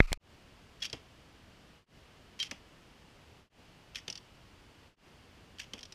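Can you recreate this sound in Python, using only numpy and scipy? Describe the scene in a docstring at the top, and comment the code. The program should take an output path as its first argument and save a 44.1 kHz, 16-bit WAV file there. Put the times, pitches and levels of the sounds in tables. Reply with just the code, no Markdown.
"""Arrows into foam, quiet yard

A button snaps on a small camera's plastic case, close on its microphone: ringing modes, a slow push, rubbing noise.
Then the camera lies in the yard for four takes joined by short fades. In each, an arrow scrapes and chatters off
the bow (noise swarms through shaft modes, at times singing sines), flies a tenth of a second and smacks into a
foam block (bright grit, a thud of block modes), where its shaft may rattle against the arrows already there.
Dull echoes of fence and walls follow each shot, over smooth noise of far traffic, air and hiss."""
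import sys
import numpy as np
from scipy import signal
from scipy.fft import rfft, irfft
from scipy.io import wavfile
from scipy.ndimage import uniform_filter1d

SR = 44100
rng = np.random.default_rng(int(sys.argv[2]) if len(sys.argv) > 2 else 0)


def digitize_waveform(pressure):
    """Quantize a signal to 16-bit integers and store it at the path in sys.argv[1].

    Rows of a 2-D input are taken as channels; values are limited to [-1, 1].
    """
    field = np.atleast_2d(pressure).T
    bounded = np.clip(field, -1, 1)
    quanta = np.round(bounded * 32767).astype(np.int16)
    wavfile.write(sys.argv[1], SR, quanta)


N = 262350
T = np.arange(N) / SR

# the loudest slips of the shaft over the bow: (time [s], loudest level [dB], centre [Hz])
SLIPS = [(0.821, -43, 3230), (0.826, -33, 3280), (0.835, -37.5, 3050), (0.8457, -35.5, 3000),
         (0.854, -35.5, 3500), (0.8997, -42.5, 3500), (2.392, -43, 2300), (2.4009, -33, 2900),
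         (2.4279, -28.5, 3140), (3.9486, -43, 3300), (3.9572, -34, 3160), (3.9853, -48, 2160),
         (5.5854, -45.5, 3170), (5.5954, -43, 2120), (5.5996, -36, 2160)]
# runs of small uneven slips: (start [s], end [s], first slip level [dB], last slip level [dB], centre [Hz])
DRAGS = [(0.800, 0.820, -57, -53, 2600), (0.848, 0.863, -42, -43, 3000), (2.403, 2.469, -44, -51, 2600),
         (3.958, 3.998, -43.5, -51.5, 2300), (5.604, 5.644, -45, -56, 2300)]
SLIP_T60_S, DRAG_T60_S = .03, .04
DRAG_GAP_S, DRAG_SPREAD_DB = .006, 2.5    # mean gap, spread of strength


def scrape():
    """The shaft sticks and slips along the bow, amid runs of smaller slips before, between and after."""
    out = np.zeros(N)
    for s, level_db, hz in SLIPS:
        add(out, s - .001, contact(level_db, hz, SLIP_T60_S, rise=.00055, ring_db=-5.5))
    for start, end, first_db, last_db, hz in DRAGS:
        luck = rng.standard_normal((14, 2))    # uneven timing, uneven strength
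        times = start + DRAG_GAP_S * (np.arange(len(luck)) + .25 * luck[:, 0])
        levels_db = np.interp(times, [start, end], [first_db, last_db]) + DRAG_SPREAD_DB * luck[:, 1]
        for s, db in zip(times, levels_db):
            if s < end:
                add(out, s, contact(db, hz, DRAG_T60_S, rise=.001, ring_db=-7.0))
    return out


# the singing shaft: (start [s], hold [s], level [dB], pitch [multiple of the free modes])
SQUEALS = [(0.8213, 0.0084, -32, 1.052), (2.399, 0.023, -30, 1.0), (3.956, .004, -38, 1.04)]
# singing strength of five shaft modes: (level [dB])
SQUEAL_SHARE_DB = [-22, 0, -11.5, -16, -18]
SQUEAL_ATTACK_S = .002
SQUEAL_DROP_DB, SQUEAL_DAMP_S, SQUEAL_T60_S = -11, .004, .09    # damping depth and time; ring of the rest


def squeal():
    """Five shaft modes sing as sines, drop quickly as the shaft is damped, and ring out."""
    out, t = np.zeros(N), T[:6000]
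    singing_hz = [SHAFT_MODES[k][0] for k in (0, 3, 5, 6, 8)]
    for s, hold, level_db, pitch in SQUEALS:
        damped = np.maximum(t - hold, 0)
        fall_db = SQUEAL_DROP_DB * np.minimum(damped / SQUEAL_DAMP_S, 1) - 60 * damped / SQUEAL_T60_S
        song = 0
        for hz, share_db in zip(singing_hz, SQUEAL_SHARE_DB):
            song = song + amp(share_db) * np.sin(2 * np.pi * (pitch * hz * t + rng.random()))
        swell = np.minimum(t / SQUEAL_ATTACK_S, 1)
        add(out, s, swell * amp(level_db + fall_db) * song)
    return out


# arrow enters the foam: (time [s], smack level [dB], smack centre [Hz], thud peak [dB], thud centre [Hz])
SMACKS = [(0.93, -33.5, 3400, -33.5, 235), (2.5125, -34.5, 2100, -39, 255), (4.0804, -34, 2870, -40, 700),
          (5.7354, -35, 2960, -41.5, 310)]
SMACK_HOLD_S, SMACK_T60_S = .0032, .018
QUIVER_DB, QUIVER_HZ, QUIVER_T60_S = -14, 2500, .16    # level relative to the smack


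def smack():
    """The tip grinds in at full strength and stops; the shaft goes on quivering in the foam."""
    out = np.zeros(N)
    for s, smack_db, hz, _, _ in SMACKS:
        add(out, s - .001, contact(smack_db, hz, SMACK_T60_S, rise=.00019, ring_db=-4.5, hold=SMACK_HOLD_S))
        add(out, s, contact(smack_db + QUIVER_DB, QUIVER_HZ, QUIVER_T60_S, rise=.0018, ring_db=1.0))
    return out


# foam block modes: (frequency [Hz], level [dB])
BLOCK_MODES = [(110, -9), (180, -4), (270, 0), (450, -1), (650, -5), (900, -8), (1250, -11), (1850, -14)]
BLOCK_CYCLES = 4.5    # each mode falls 60 dB in this many cycles
THUD_RISE_S, THUD_T60_S, THUD_LOW_HZ, THUD_TOP_HZ = .0016, .083, 127, 2000


def thud():
    """Foam grips the shaft in jerks that drive the block's modes; the thud builds over a few ms."""
    out = np.zeros(N)
    band = signal.butter(1, [THUD_LOW_HZ, THUD_TOP_HZ], "band", fs=SR)
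    for s, _, _, thud_db, thud_hz in SMACKS:
        jerks = rng.standard_normal(6000) * amp(4.3 * rng.exponential(1, 6000))
        braking = jerks * dying(THUD_T60_S, THUD_RISE_S, size=6000)
        block = 0
        for f, db in BLOCK_MODES:
            weight = amp(db - abs(np.log2(f / thud_hz)))    # modes fade away from the centre
            block = block + weight * rms_one(ring(braking, f, BLOCK_CYCLES / f))
        block = signal.lfilter(*band, block)
        add(out, s + .00115, amp(thud_db) * block / np.abs(block).max())
    return out


# shaft knocks on its neighbours: (time [s], loudest level [dB], centre [Hz])
RATTLES = [(4.1007, -32, 5170), (4.126, -38.5, 5200), (4.155, -40.5, 4760), (4.1762, -41.5, 4500),
           (5.7802, -49, 2910), (5.791, -47, 2870), (5.8087, -49, 4830), (5.8307, -40.5, 4500),
           (5.8537, -47, 5360), (5.923, -43.5, 5300), (5.9424, -49, 5260)]
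RATTLE_HOLD_S, RATTLE_T60_S = .0016, .03
FREE_HZ, FREE_DB, FREE_T60_S = 8750, -25, .06    # level relative to the knock


def rattle():
    """The shaft knocks on standing arrows; a high mode of theirs rings on after each knock."""
    out = np.zeros(N)
    free_ring = np.sin(2 * np.pi * FREE_HZ * T[:4000]) * dying(FREE_T60_S, .00075)
    for s, level_db, hz in RATTLES:
        knock = contact(level_db, hz, RATTLE_T60_S, rise=.0003, ring_db=-5.5, hold=RATTLE_HOLD_S)
        add(out, s - .0005, knock)
        add(out, s, amp(level_db + FREE_DB) * free_ring)
    return out


# free modes of the arrow shaft: (frequency [Hz], level [dB])
SHAFT_MODES = [(1836, -7), (2218, -4), (2750, -3), (3165, -1), (3500, -2), (3892, -5), (4678, -3),
               (5200, -4), (5620, -4), (6300, -7), (7041, -10), (8613, -14)]
# colour of the bare contact noise: (frequency [Hz], relative level per Hz [dB])
CONTACT_COLOUR = [(900, -19), (1500, -9), (2200, -4), (3200, 2), (4000, -2.5), (5500, 6), (6800, -4.5),
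                  (8000, -11.5), (12000, -20), (16000, -37)]
SHAFT_T60_S = .012


def contact(level_db, hz, t60, rise, ring_db, hold=0):
    """A swarm of tiny clicks, strongest near hz, heard directly and through the shaft's modes."""
    size = 4000

    def near(f):
        return -9.0 * np.log2(f / hz) ** 2    # the contact favours pitches near its own

    grit = rng.standard_normal(size) * amp(rng.exponential(1, size))
    spectrum = [(f, db + max(near(f), -5.0)) for f, db in CONTACT_COLOUR]
    grit = colour(grit, spectrum) * dying(t60, rise, hold=hold)
    # each grip on the shaft weights [dB] and shifts [share of pitch] its modes anew
    luck = rng.standard_normal((len(SHAFT_MODES), 2)) * [3, .04]
    rings = 0
    for (f, db), (extra_db, shift) in zip(SHAFT_MODES, luck):
        rings = rings + amp(db + near(f) + extra_db) * ring(grit, f * (1 + shift), SHAFT_T60_S)
    x = rms_one(grit) + amp(min(ring_db, 0)) * rms_one(rings)
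    loudest = np.sqrt(uniform_filter1d(x ** 2, size=66).max())    # rms over 1.5 ms
    return amp(level_db) * x / loudest


# button snaps, close on the case: (time [s], ring drive [dB], crack peak [dB])
SNAPS = [(0.00353, -9.5, -62), (0.00407, -8.5, -58), (0.1200, -28, -38), (0.1289, -21, -13)]
# modes of the plastic case: (frequency [Hz], level [dB], t60 [s])
CASE_MODES = [(1270, -24, .03), (1745, -11, .0082), (2130, 0, .0079), (2649, -26, .015)]
PUSH_S, PUSH_DB, PUSH_T60_S = .0032, -3.4, .013    # drive before the filters


def snaps():
    """Snaps ring the case and drive the diaphragm in; noise gives the last a bright edge, the third a faint one."""
    out, t = np.zeros(N), T[:4000]
    case_ring = sum(amp(db - 60 * t / t60) * np.sin(2 * np.pi * hz * t) for hz, db, t60 in CASE_MODES)
    for s, ring_db, _ in SNAPS:
        add(out, s, -amp(ring_db) * case_ring)
    push = (1 - np.exp(-t / .00016)) * dying(PUSH_T60_S, .00016)
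    add(out, PUSH_S, -amp(PUSH_DB) * push)
    out = signal.lfilter(*signal.butter(3, 5500, fs=SR), out)
    for s, _, crack_db in SNAPS:
        crack = signal.lfilter(*signal.butter(2, 6000, fs=SR), rng.standard_normal(len(t)))
        crack = crack * dying(.0057, .0001)
        add(out, s, amp(crack_db) * crack / np.abs(crack).max())
    return out


# finger load on the case: (start [s], end [s], level before the vent [dB])
SQUEEZE = (.105, .120, -23)


def squeeze():
    """Finger load builds on the case and lets go suddenly."""
    start, end, load_db = SQUEEZE
    build = np.clip((T - start) / (end - start), 0, 1) ** 1.5
    return -amp(load_db) * build * np.clip((end - T) / .0002, 0, 1)


# the press, then the finger letting go, rock the case: (time [s], level [dB], frequency [Hz], t60 [s])
SWAY_KICKS = [(.0022, -17.5, 26, 0.22), (.120, -32, 24.1, 0.14)]


def sway():
    """The case rocks in the hand as dying low sines."""
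    out = np.zeros(N)
    for s, db, hz, t60 in SWAY_KICKS:
        since = np.maximum(T - s, 0)
        out += amp(db - 60 * since / t60) * np.sin(2 * np.pi * hz * since)
    return out


# finger strokes over the case: (start [s], end [s], level [dB])
RUB_STROKES = [(.004, 0.017, -52.5), (0.023, 0.063, -55.5), (0.072, 0.143, -54.5)]
# colour of the rubbing: (frequency [Hz], relative level per Hz [dB])
RUB_COLOUR = [(500, -13.5), (1000, -9), (1270, -1), (1650, -12), (2450, -0.5), (3200, -15), (4300, -9.5),
              (6500, -19), (13000, -28.5), (16000, -39.5)]
RUB_EDGE_S, RESTING_DB = .006, -71.5


def rub():
    """Gritty noise swells and fades with each finger stroke above a resting touch."""
    grit = rng.standard_normal(N) * amp(1.4 * rng.exponential(1, N))
    touch = amp(RESTING_DB)
    for start, end, db in RUB_STROKES:
        touch = touch + amp(db) * np.clip(np.minimum(T - start, end - T) / RUB_EDGE_S + .5, 0, 1)
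    return touch * colour(grit, RUB_COLOUR)


VENT_HZ = 5.5    # pressure leak behind the diaphragm
FIRST_CUT_S = .175    # end of the hand-held take


def button():
    """Snaps and squeeze leak away through the vent; rocking and rubbing join until the cut."""
    pressure = signal.lfilter(*signal.butter(1, VENT_HZ, "high", fs=SR), snaps() + squeeze())
    return (pressure + sway() + rub()) * np.clip((FIRST_CUT_S - T) / .0005, 0, 1)


# fence and walls: (delay [s], level [dB])
ECHOES = [(.015, -19), (.029, -19), (.045, -21), (.063, -23)]


def echoes(x):
    """A few dull reflections, each scattered by its own rough surface."""
    dull, out = signal.lfilter([.3], [1, -.7], x), np.zeros(N)
    for delay, db in ECHOES:
        scatter = rng.standard_normal(900) * dying(.04, .002, size=900)
        scatter = scatter / np.linalg.norm(scatter)
        add(out, delay, amp(db) * signal.fftconvolve(dull, scatter)[:N])
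    return out


# colour of the quiet yard: (frequency [Hz], relative level per Hz [dB])
YARD_COLOUR = [(12, -16), (20, -4.5), (77, 0.5), (182, -4), (228, -5.5), (301, -7), (410, -9.5),
               (1370, -15.5), (2460, -17), (2910, -14.5), (3840, -22), (4670, -21), (6010, -26.5),
               (13500, -39.5), (16000, -44)]
YARD_DB = -58.5    # rms between the fades


def yard():
    """Far traffic, air and microphone hiss: smooth noise."""
    return amp(YARD_DB) * colour(rng.standard_normal(N), YARD_COLOUR)


def amp(db):
    """Decibels to a linear factor."""
    return 10 ** (np.asarray(db) / 20)


def rms_one(x):
    """Scales a sound to rms 1."""
    return x / np.sqrt(np.mean(x ** 2) + 1e-20)


def colour(x, spectrum):
    """Shapes steady noise to a (frequency [Hz], level [dB]) spectrum; rms 1."""
    hz, table = np.fft.rfftfreq(len(x), 1 / SR) + 1, np.array(spectrum)
    level_db = np.interp(np.log(hz), np.log(table[:, 0]), table[:, 1])
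    return rms_one(irfft(rfft(x) * amp(level_db), len(x)))


def ring(force, hz, t60):
    """A two-pole resonator: a unit click sets a dying sine of height 1 ringing."""
    r, w = amp(-60 / (max(t60, .001) * SR)), 2 * np.pi * hz / SR
    return signal.lfilter([0, np.sin(w)], [1, -2 * r * np.cos(w), r * r], force + 1e-18)


def add(out, s, x):
    """Mixes a short sound in at time s."""
    i = round(s * SR)
    out[i:i + len(x)] += x[:N - i]


def dying(t60, rise, size=4000, hold=0):
    """Envelope: quick rise, hold, exponential fall."""
    t = np.arange(size) / SR
    return (1 - np.exp(-t / max(rise, 1e-5))) * amp(-60 * np.maximum(t - hold, 0) / max(t60, .001))


# quiet moments between the yard takes: (time [s])
JOINS = [1.859, 3.495, 4.961]
FADE_IN_S, FADE_S = .197, .105    # start of the first fade-in, ramp length


def scene():
    """The button close by, then the yard takes, dipping to a hundredth at each join."""
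    shots = scrape() + squeal() + smack() + thud() + rattle()
    fades = np.clip((T - FADE_IN_S) / FADE_S, 0, 1)
    for s in JOINS:
        fades = fades * np.clip(np.abs(T - s) / FADE_S, .01, 1)
    return (button() + fades * (yard() + shots + echoes(shots)))[None]


CUTOFF_HZ = 16300    # 60 dB down from here up


def record(dry):
    """A steep low-pass cuts the top."""
    return signal.sosfilt(signal.cheby2(12, 60, CUTOFF_HZ, fs=SR, output="sos"), dry)


dry = scene()
out = record(dry)
digitize_waveform(out)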